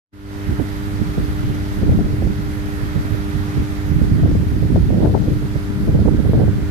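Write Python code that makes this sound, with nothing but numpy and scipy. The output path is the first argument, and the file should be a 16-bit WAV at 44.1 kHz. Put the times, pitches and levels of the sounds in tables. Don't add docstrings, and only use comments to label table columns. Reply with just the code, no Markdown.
import sys
import numpy as np
from scipy import signal
from scipy.fft import irfft
from scipy.io import wavfile
from scipy.ndimage import uniform_filter1d

SR = 44100
rng = np.random.default_rng(int(sys.argv[2]) if len(sys.argv) > 2 else 0)


def output_pcm(signal):
    pcm = np.clip(np.atleast_2d(signal).T, -1, 1) * 32767
    wavfile.write(sys.argv[1], SR, np.round(pcm).astype(np.int16))


N = 295470
T = np.arange(N) / SR
MAINS_HZ = 49.98

# frequency in Hz, left minus right in dB.
PORT_BALANCE = [(600, 0.5), (1000, -3), (1700, -4.5), (2600, 0), (3500, -3.5), (6200, -1.5), (8500, -1),
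                (11000, -5.5), (13000, -8)]
# time in seconds, lead of the right port in ms.
RIGHT_LEAD = [(0, 0.36), (4.2, 0.33), (5.2, 0.39), (5.8, 0.21), (6.3, 0.14), (6.7, 0.068)]
# time in seconds, left level in dB, right level in dB.
GUSTS = [(.35, -26, -22.5), (1.05, -21, -16.5), (1.25, -15, -14.7), (1.75, -19.5, -18), (1.87, -6.5, -4),
         (2.1, -15, -13), (2.66, -21, -17.5), (3.81, -22, -17), (3.95, -13.5, -4), (4.27, -8, -6.5),
         (4.5, -14.5, -11), (4.76, -12, -4.5), (5.06, -9.5, -9.5), (5.2, -9.5, -19), (5.31, -9, -10),
         (5.5, -21.5, -16), (5.73, -15, -21), (5.91, -8.5, -6.5), (6.22, -14.5, -6), (6.38, -7, -7.5),
         (6.7, -17, -14.5)]
# time in seconds, relative peak in dB, left minus right in dB.
HARD_EDDIES = [(0.6, -11, -23), (1.18, -13, -20), (1.818, -16.5, -21), (1.922, -12.5, 19), (1.991, -11, 12),
               (2.224, -11.5, -10), (2.271, -15.5, -4), (2.961, -14.5, -20), (4.235, -13, 18),
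               (4.259, -11.5, -19), (4.353, -11.5, 24), (4.761, -6.5, 22), (4.906, -11.5, -18),
               (4.946, -12.5, -17), (5.006, -10.5, -22), (5.051, -10, 15), (5.075, -9, -8), (5.151, -5, 21),
               (5.559, -14.5, -21), (5.952, -12, 5), (6.059, -9.5, -9), (6.086, -7.5, -23),
               (6.335, -7, 9.5), (6.399, -9, -13), (6.438, -10.5, -13), (6.481, -11, -16)]


def from_db(db):
    return 10 ** (np.asarray(db) / 20)


def unit_rms(x):
    return x / np.sqrt(np.mean(x ** 2) + 1e-20)


def in_time(rows):
    times, *columns = np.transpose(rows)
    return [np.interp(T, times, column) for column in columns]


def at_hz(points, hz):
    frequencies, values = np.transpose(points)
    return np.interp(np.log(hz), np.log(frequencies), values)


def pan(side_db):
    return unit_rms(from_db([[side_db / 2], [-side_db / 2]]))


def drift(rate):
    pole = np.exp(-80 * np.pi * rate / SR)
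    slow = signal.lfilter([1], [1, -2 * pole, pole * pole], rng.standard_normal(N // 40 + 2002))[2000:]
    return np.interp(np.arange(N) / 40, np.arange(len(slow)), unit_rms(slow))


def band(x, low, high):
    return signal.sosfilt(signal.butter(2, [low, high], "band", fs=SR, output="sos"), x)


def two_ports(x):
    lead_ms, = in_time(RIGHT_LEAD)
    return np.array([x, np.interp(T + lead_ms / 1000, T, x)])


def noise_field(spectrum, flicker_db):
    # frequency in Hz, share of the power from 0 to 1.
    direct_share = [(100, 1), (400, 0.62), (700, 0.12), (1000, 0.4), (1450, 0.63), (1900, 0.5), (2700, 0.3),
                    (3600, 0.08), (6000, 0)]
    edges = 40 * 2 ** (np.arange(27) / 3)
    direct = [two_ports(white) for white in rng.standard_normal((2, N))]
    out, scattered = 0, rng.standard_normal((2, 2, N))
    for k, (low, high) in enumerate(zip(edges, edges[1:])):
        hz = np.sqrt(low * high)
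        share = np.clip(at_hz(direct_share, hz), 0, 1)
        noise = np.sqrt(share) * direct[k % 2] + np.sqrt(1 - share) * scattered[k % 2]
        gain = from_db(at_hz(spectrum, hz) + flicker_db * drift(7.9)) * pan(at_hz(PORT_BALANCE, hz))
        out = out + gain * band(noise, low, high)
    return unit_rms(out)


def yard_air():
    # frequency in Hz, relative spectral density in dB.
    air_spectrum = [(40, 5.5), (130, -26), (250, -1), (420, -1), (620, -1), (1000, -4.5), (1450, -1.5),
                    (2000, -6.5), (2800, -11.5), (5000, -21)]
    return noise_field(air_spectrum, flicker_db=1.5)


def corona(pulsing, sputter_db):
    # frequency in Hz, relative spectral density in dB.
    hiss_spectrum = [(900, -36.5), (2500, -9), (3500, 2.5), (5200, 0), (7500, -9), (9000, -12.5),
                     (11000, -7), (12500, -7.5), (14500, -35)]
    crest_phase = 4 * np.pi * MAINS_HZ * T
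    crests = 1 + pulsing * np.cos(crest_phase) + .5 * pulsing * np.cos(2 * crest_phase)
    return noise_field(hiss_spectrum, flicker_db=1.0) * crests * from_db(sputter_db * drift(60))


def sidebands(scatter_db):
    # frequency in Hz, relative level per line in dB.
    comb_envelope = [(550, -60), (1000, -65.5), (1450, -62), (2000, -64), (2700, -71.5), (3600, -75)]
    spectrum = np.zeros((2, N // 2 + 1), complex)
    for offset_hz in (0, 5, 10, 18, 23.5, 36.5, 42):
        hz = offset_hz + MAINS_HZ * np.arange(11, 70)
        line_db = at_hz(comb_envelope, hz) + scatter_db * rng.standard_normal((2, len(hz)))
        line_db += at_hz(PORT_BALANCE, hz) * np.array([[.5], [-.5]])
        bins = np.round(hz * N / SR).astype(int)
        spectrum[:, bins] = from_db(line_db) * np.exp(2j * np.pi * rng.random(line_db.shape))
    return irfft(spectrum, N) * N / np.sqrt(2)


def coil_whine(level_db, fading, neighbour_db):
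    # frequency in Hz, relative level in dB, left minus right in dB.
    coil_tones = [(618, -53, 0), (800, -54, 0), (900, -53, -3), (987, -54, -5), (1200, -53, -6),
                  (1355, -59, -7), (1387, -55, -8), (1455, -53.5, -1), (1523.5, -57, -6), (1655, -59, -5),
                  (1755, -60, -2), (1823.3, -55, -8), (1855.5, -59, 0), (2023.3, -56, -4)]
    out = 0
    lead_ms, = in_time(RIGHT_LEAD)
    for hz, line_db, side_db in coil_tones:
        direct = np.exp(2j * np.pi * hz * np.outer([0, 1], lead_ms) / 1000)
        paths = direct + fading * np.array([drift(1.0) + 1j * drift(0.57) for port in range(2)])
        tone = (paths * np.exp(2j * np.pi * (hz * T + rng.random()))).real
        throb = 1 + 2 * from_db(neighbour_db) * np.cos(2 * np.pi * (2 * MAINS_HZ * T + rng.random()))
        out = out + from_db(line_db + level_db) * pan(side_db) * unit_rms(tone) * throb
    return out


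def transformers(waver_db, waver_radians):
    # multiple of the mains rate, level in dB, left minus right in dB,
    # swell in dB per second as the microphone moves.
    harmonics = [(2, -28, 1, 0.5), (4, -31.5, 0, 0.5), (6, -25, 0, 0), (8, -33.5, -1.5, 0),
                 (10, -46, -4, 0), (12, -52, -7, 0)]
    out = 0
    for multiple, level_db, side_db, swell in harmonics:
        phase = 2 * np.pi * (round(multiple) * MAINS_HZ * T + rng.random()) + waver_radians * drift(0.76)
        gain = from_db(level_db + swell * T + waver_db * drift(1.74)) * pan(side_db)
        out = out + gain * two_ports(np.sqrt(2) * np.sin(phase))
    return out


def swells(rows, rise_s, fall_s):
    power = np.zeros((2, N))
    for peak_s, level_db, side_db in rows:
        shape = np.exp(-((T - peak_s) / np.where(T < peak_s, rise_s, fall_s)) ** 2)
        power += (from_db(level_db) * pan(side_db)) ** 2 * shape
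    return power


def wind_strength():
    # time in seconds, level in dB, left minus right in dB.
    soft_puffs = [(.51, -11, -5), (1.01, -12, -13), (1.21, -15, -4), (1.48, -12, -2.5), (2.25, -9, -23),
                  (2.84, -16, -8), (2.99, -13.5, -2), (3.14, -12, -19), (3.37, -13, -12), (3.59, -10.5, -3)]
    gusts = from_db(in_time(GUSTS)) ** 2
    puffs = swells(soft_puffs, rise_s=0.028, fall_s=0.036)
    wakes = from_db(-2) ** 2 * swells(HARD_EDDIES, rise_s=0.011, fall_s=0.029)
    return 10 * np.log10(gusts + puffs + wakes)


def port_wind(level_db, body_hz, edge_ratio, flutter_db, lumps_db):
    # time in seconds, octaves per dB.
    gust_brightness = [(1.9, 0.0465), (4.0, -0.0043), (4.25, 0.033), (4.55, .02), (4.85, 0.027),
                       (5.05, 0.12), (5.2, 0.074), (5.85, 0.0754), (6.1, 0.04), (6.4, 0.0644)]
    octaves_per_db, = in_time(gust_brightness)
    edge_hz = 221 * 2 ** (octaves_per_db * np.maximum(level_db + 19.5, 0))
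    push = from_db(flutter_db * drift(44.6))
    edge = edge_hz * edge_ratio * push ** 0.82
    body = body_hz * np.sqrt(edge_hz / np.mean(edge_hz)) * 2 ** (0.053 * (level_db + 10))
    band_edges = 20 * 2 ** (np.arange(14) / 2)
    out, power, white = 0, 0, rng.standard_normal((2, N))
    for k, (low, high) in enumerate(zip(band_edges, band_edges[1:])):
        hz = np.sqrt(low * high)
        port_response = 1 / np.sqrt((1 + (44 / hz) ** 8.8) * (1 + (hz / body) ** 2.93))
        gain = port_response * np.sqrt((high - low) / (1 + (hz / edge) ** 7))
        eddies = unit_rms(band(band(white[k % 2], low, high), low / 2, high * 2))
        out = out + gain * eddies * from_db(lumps_db * drift(14.6))
        power = power + gain ** 2
    flow = push * out / np.sqrt(power)
    return from_db(level_db) * flow / np.sqrt(uniform_filter1d(flow ** 2, size=4410) + 1e-6)


def stray_eddies(count, relative_db, spread_db, side_db):
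    gust_db, rows = in_time(GUSTS), []
    for when, which, chance in rng.random((count, 3)):
        at, port = int((.05 + .9 * when) * N), int(which < .5)
        peak_db = gust_db[port][at] + relative_db + spread_db * (2 * chance - 1)
        rows.append((at / SR, peak_db, side_db * (-1) ** port))
    return rows


def buffets(level_db, top_hz, octaves_per_db, rebound_cycles, rebound_db, thump_db, thump_hz):
    out, swing = np.zeros((2, N)), np.arange(4)
    strays = stray_eddies(count=30, relative_db=-8, spread_db=2, side_db=9)
    for hit_s, peak_db, side_db in HARD_EDDIES + strays:
        hz = top_hz * 2 ** (octaves_per_db * (peak_db + 11.5))
        gaps_s = rebound_cycles / hz * rng.uniform(.5, 1.5, len(swing)) * (swing > 0)
        heights = rng.choice([-1, 1]) * (-1) ** swing * from_db(rebound_db * swing)
        spikes = np.zeros(SR // 10)
        spikes[(np.cumsum(gaps_s) * SR).astype(int)] = heights
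        rounded = signal.sosfilt(signal.bessel(6, hz, fs=SR, norm="mag", output="sos"), spikes)
        burst = band(rounded, 73, 2 * hz) + from_db(thump_db) * band(rounded, 58, thump_hz)
        start = int((hit_s - 1 / hz) * SR)
        gain = from_db(peak_db + level_db) * pan(side_db)
        out[:, start:start + len(burst)] += gain * burst / np.abs(burst).max()
    return out


def scene():
    # time in seconds, relative midrange level in dB, relative treble level in dB.
    yard_level = [(.5, -43, -48.5), (1.1, -42.5, -47.3), (1.8, -42.5, -47), (2.0, -45, -49.5),
                  (2.7, -42, -47.5), (3.6, -42, -47), (4.3, -44, -49.5), (5.15, -46, -49), (5.6, -44, -49),
                  (6.0, -45, -50.5), (6.7, -44.5, -50)]
    middle_db, treble_db = in_time(yard_level)
    air = from_db(middle_db + 9.0) * yard_air()
    coils = coil_whine(level_db=3.5, fading=0.38, neighbour_db=-7) + sidebands(scatter_db=3.5)
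    coils *= from_db(middle_db - np.mean(middle_db))
    hiss = from_db(treble_db + 6.5) * corona(pulsing=.06, sputter_db=0.72)
    left_db, right_db = wind_strength()
    left = port_wind(left_db, body_hz=123, edge_ratio=1.0, flutter_db=2.5, lumps_db=2.3)
    right = port_wind(right_db, body_hz=106.5, edge_ratio=0.95, flutter_db=2.5, lumps_db=2.4)
    hits = buffets(level_db=7.5, top_hz=402, octaves_per_db=.045, rebound_cycles=1.064,
                   rebound_db=-3.5, thump_db=3.5, thump_hz=171)
    hum = transformers(waver_db=0.83, waver_radians=0.24)
    return air + coils + hiss + hum + np.array([left, right]) + hits


def record(dry):
    # time in seconds, gain in dB.
    fade_in = [(0, -102), (.11, -71), (.135, -21), (.25, -13.5), (.35, -7.5), (.48, -5.5)]
    gain_db, = in_time(fade_in)
    faded = dry * from_db(gain_db)
    rounded = faded / (1 + (faded / .95) ** 4) ** .25
    return signal.sosfilt(signal.ellip(12, .1, 90, 14220, fs=SR, output="sos"), rounded)


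dry = scene()
out = record(dry)
output_pcm(out)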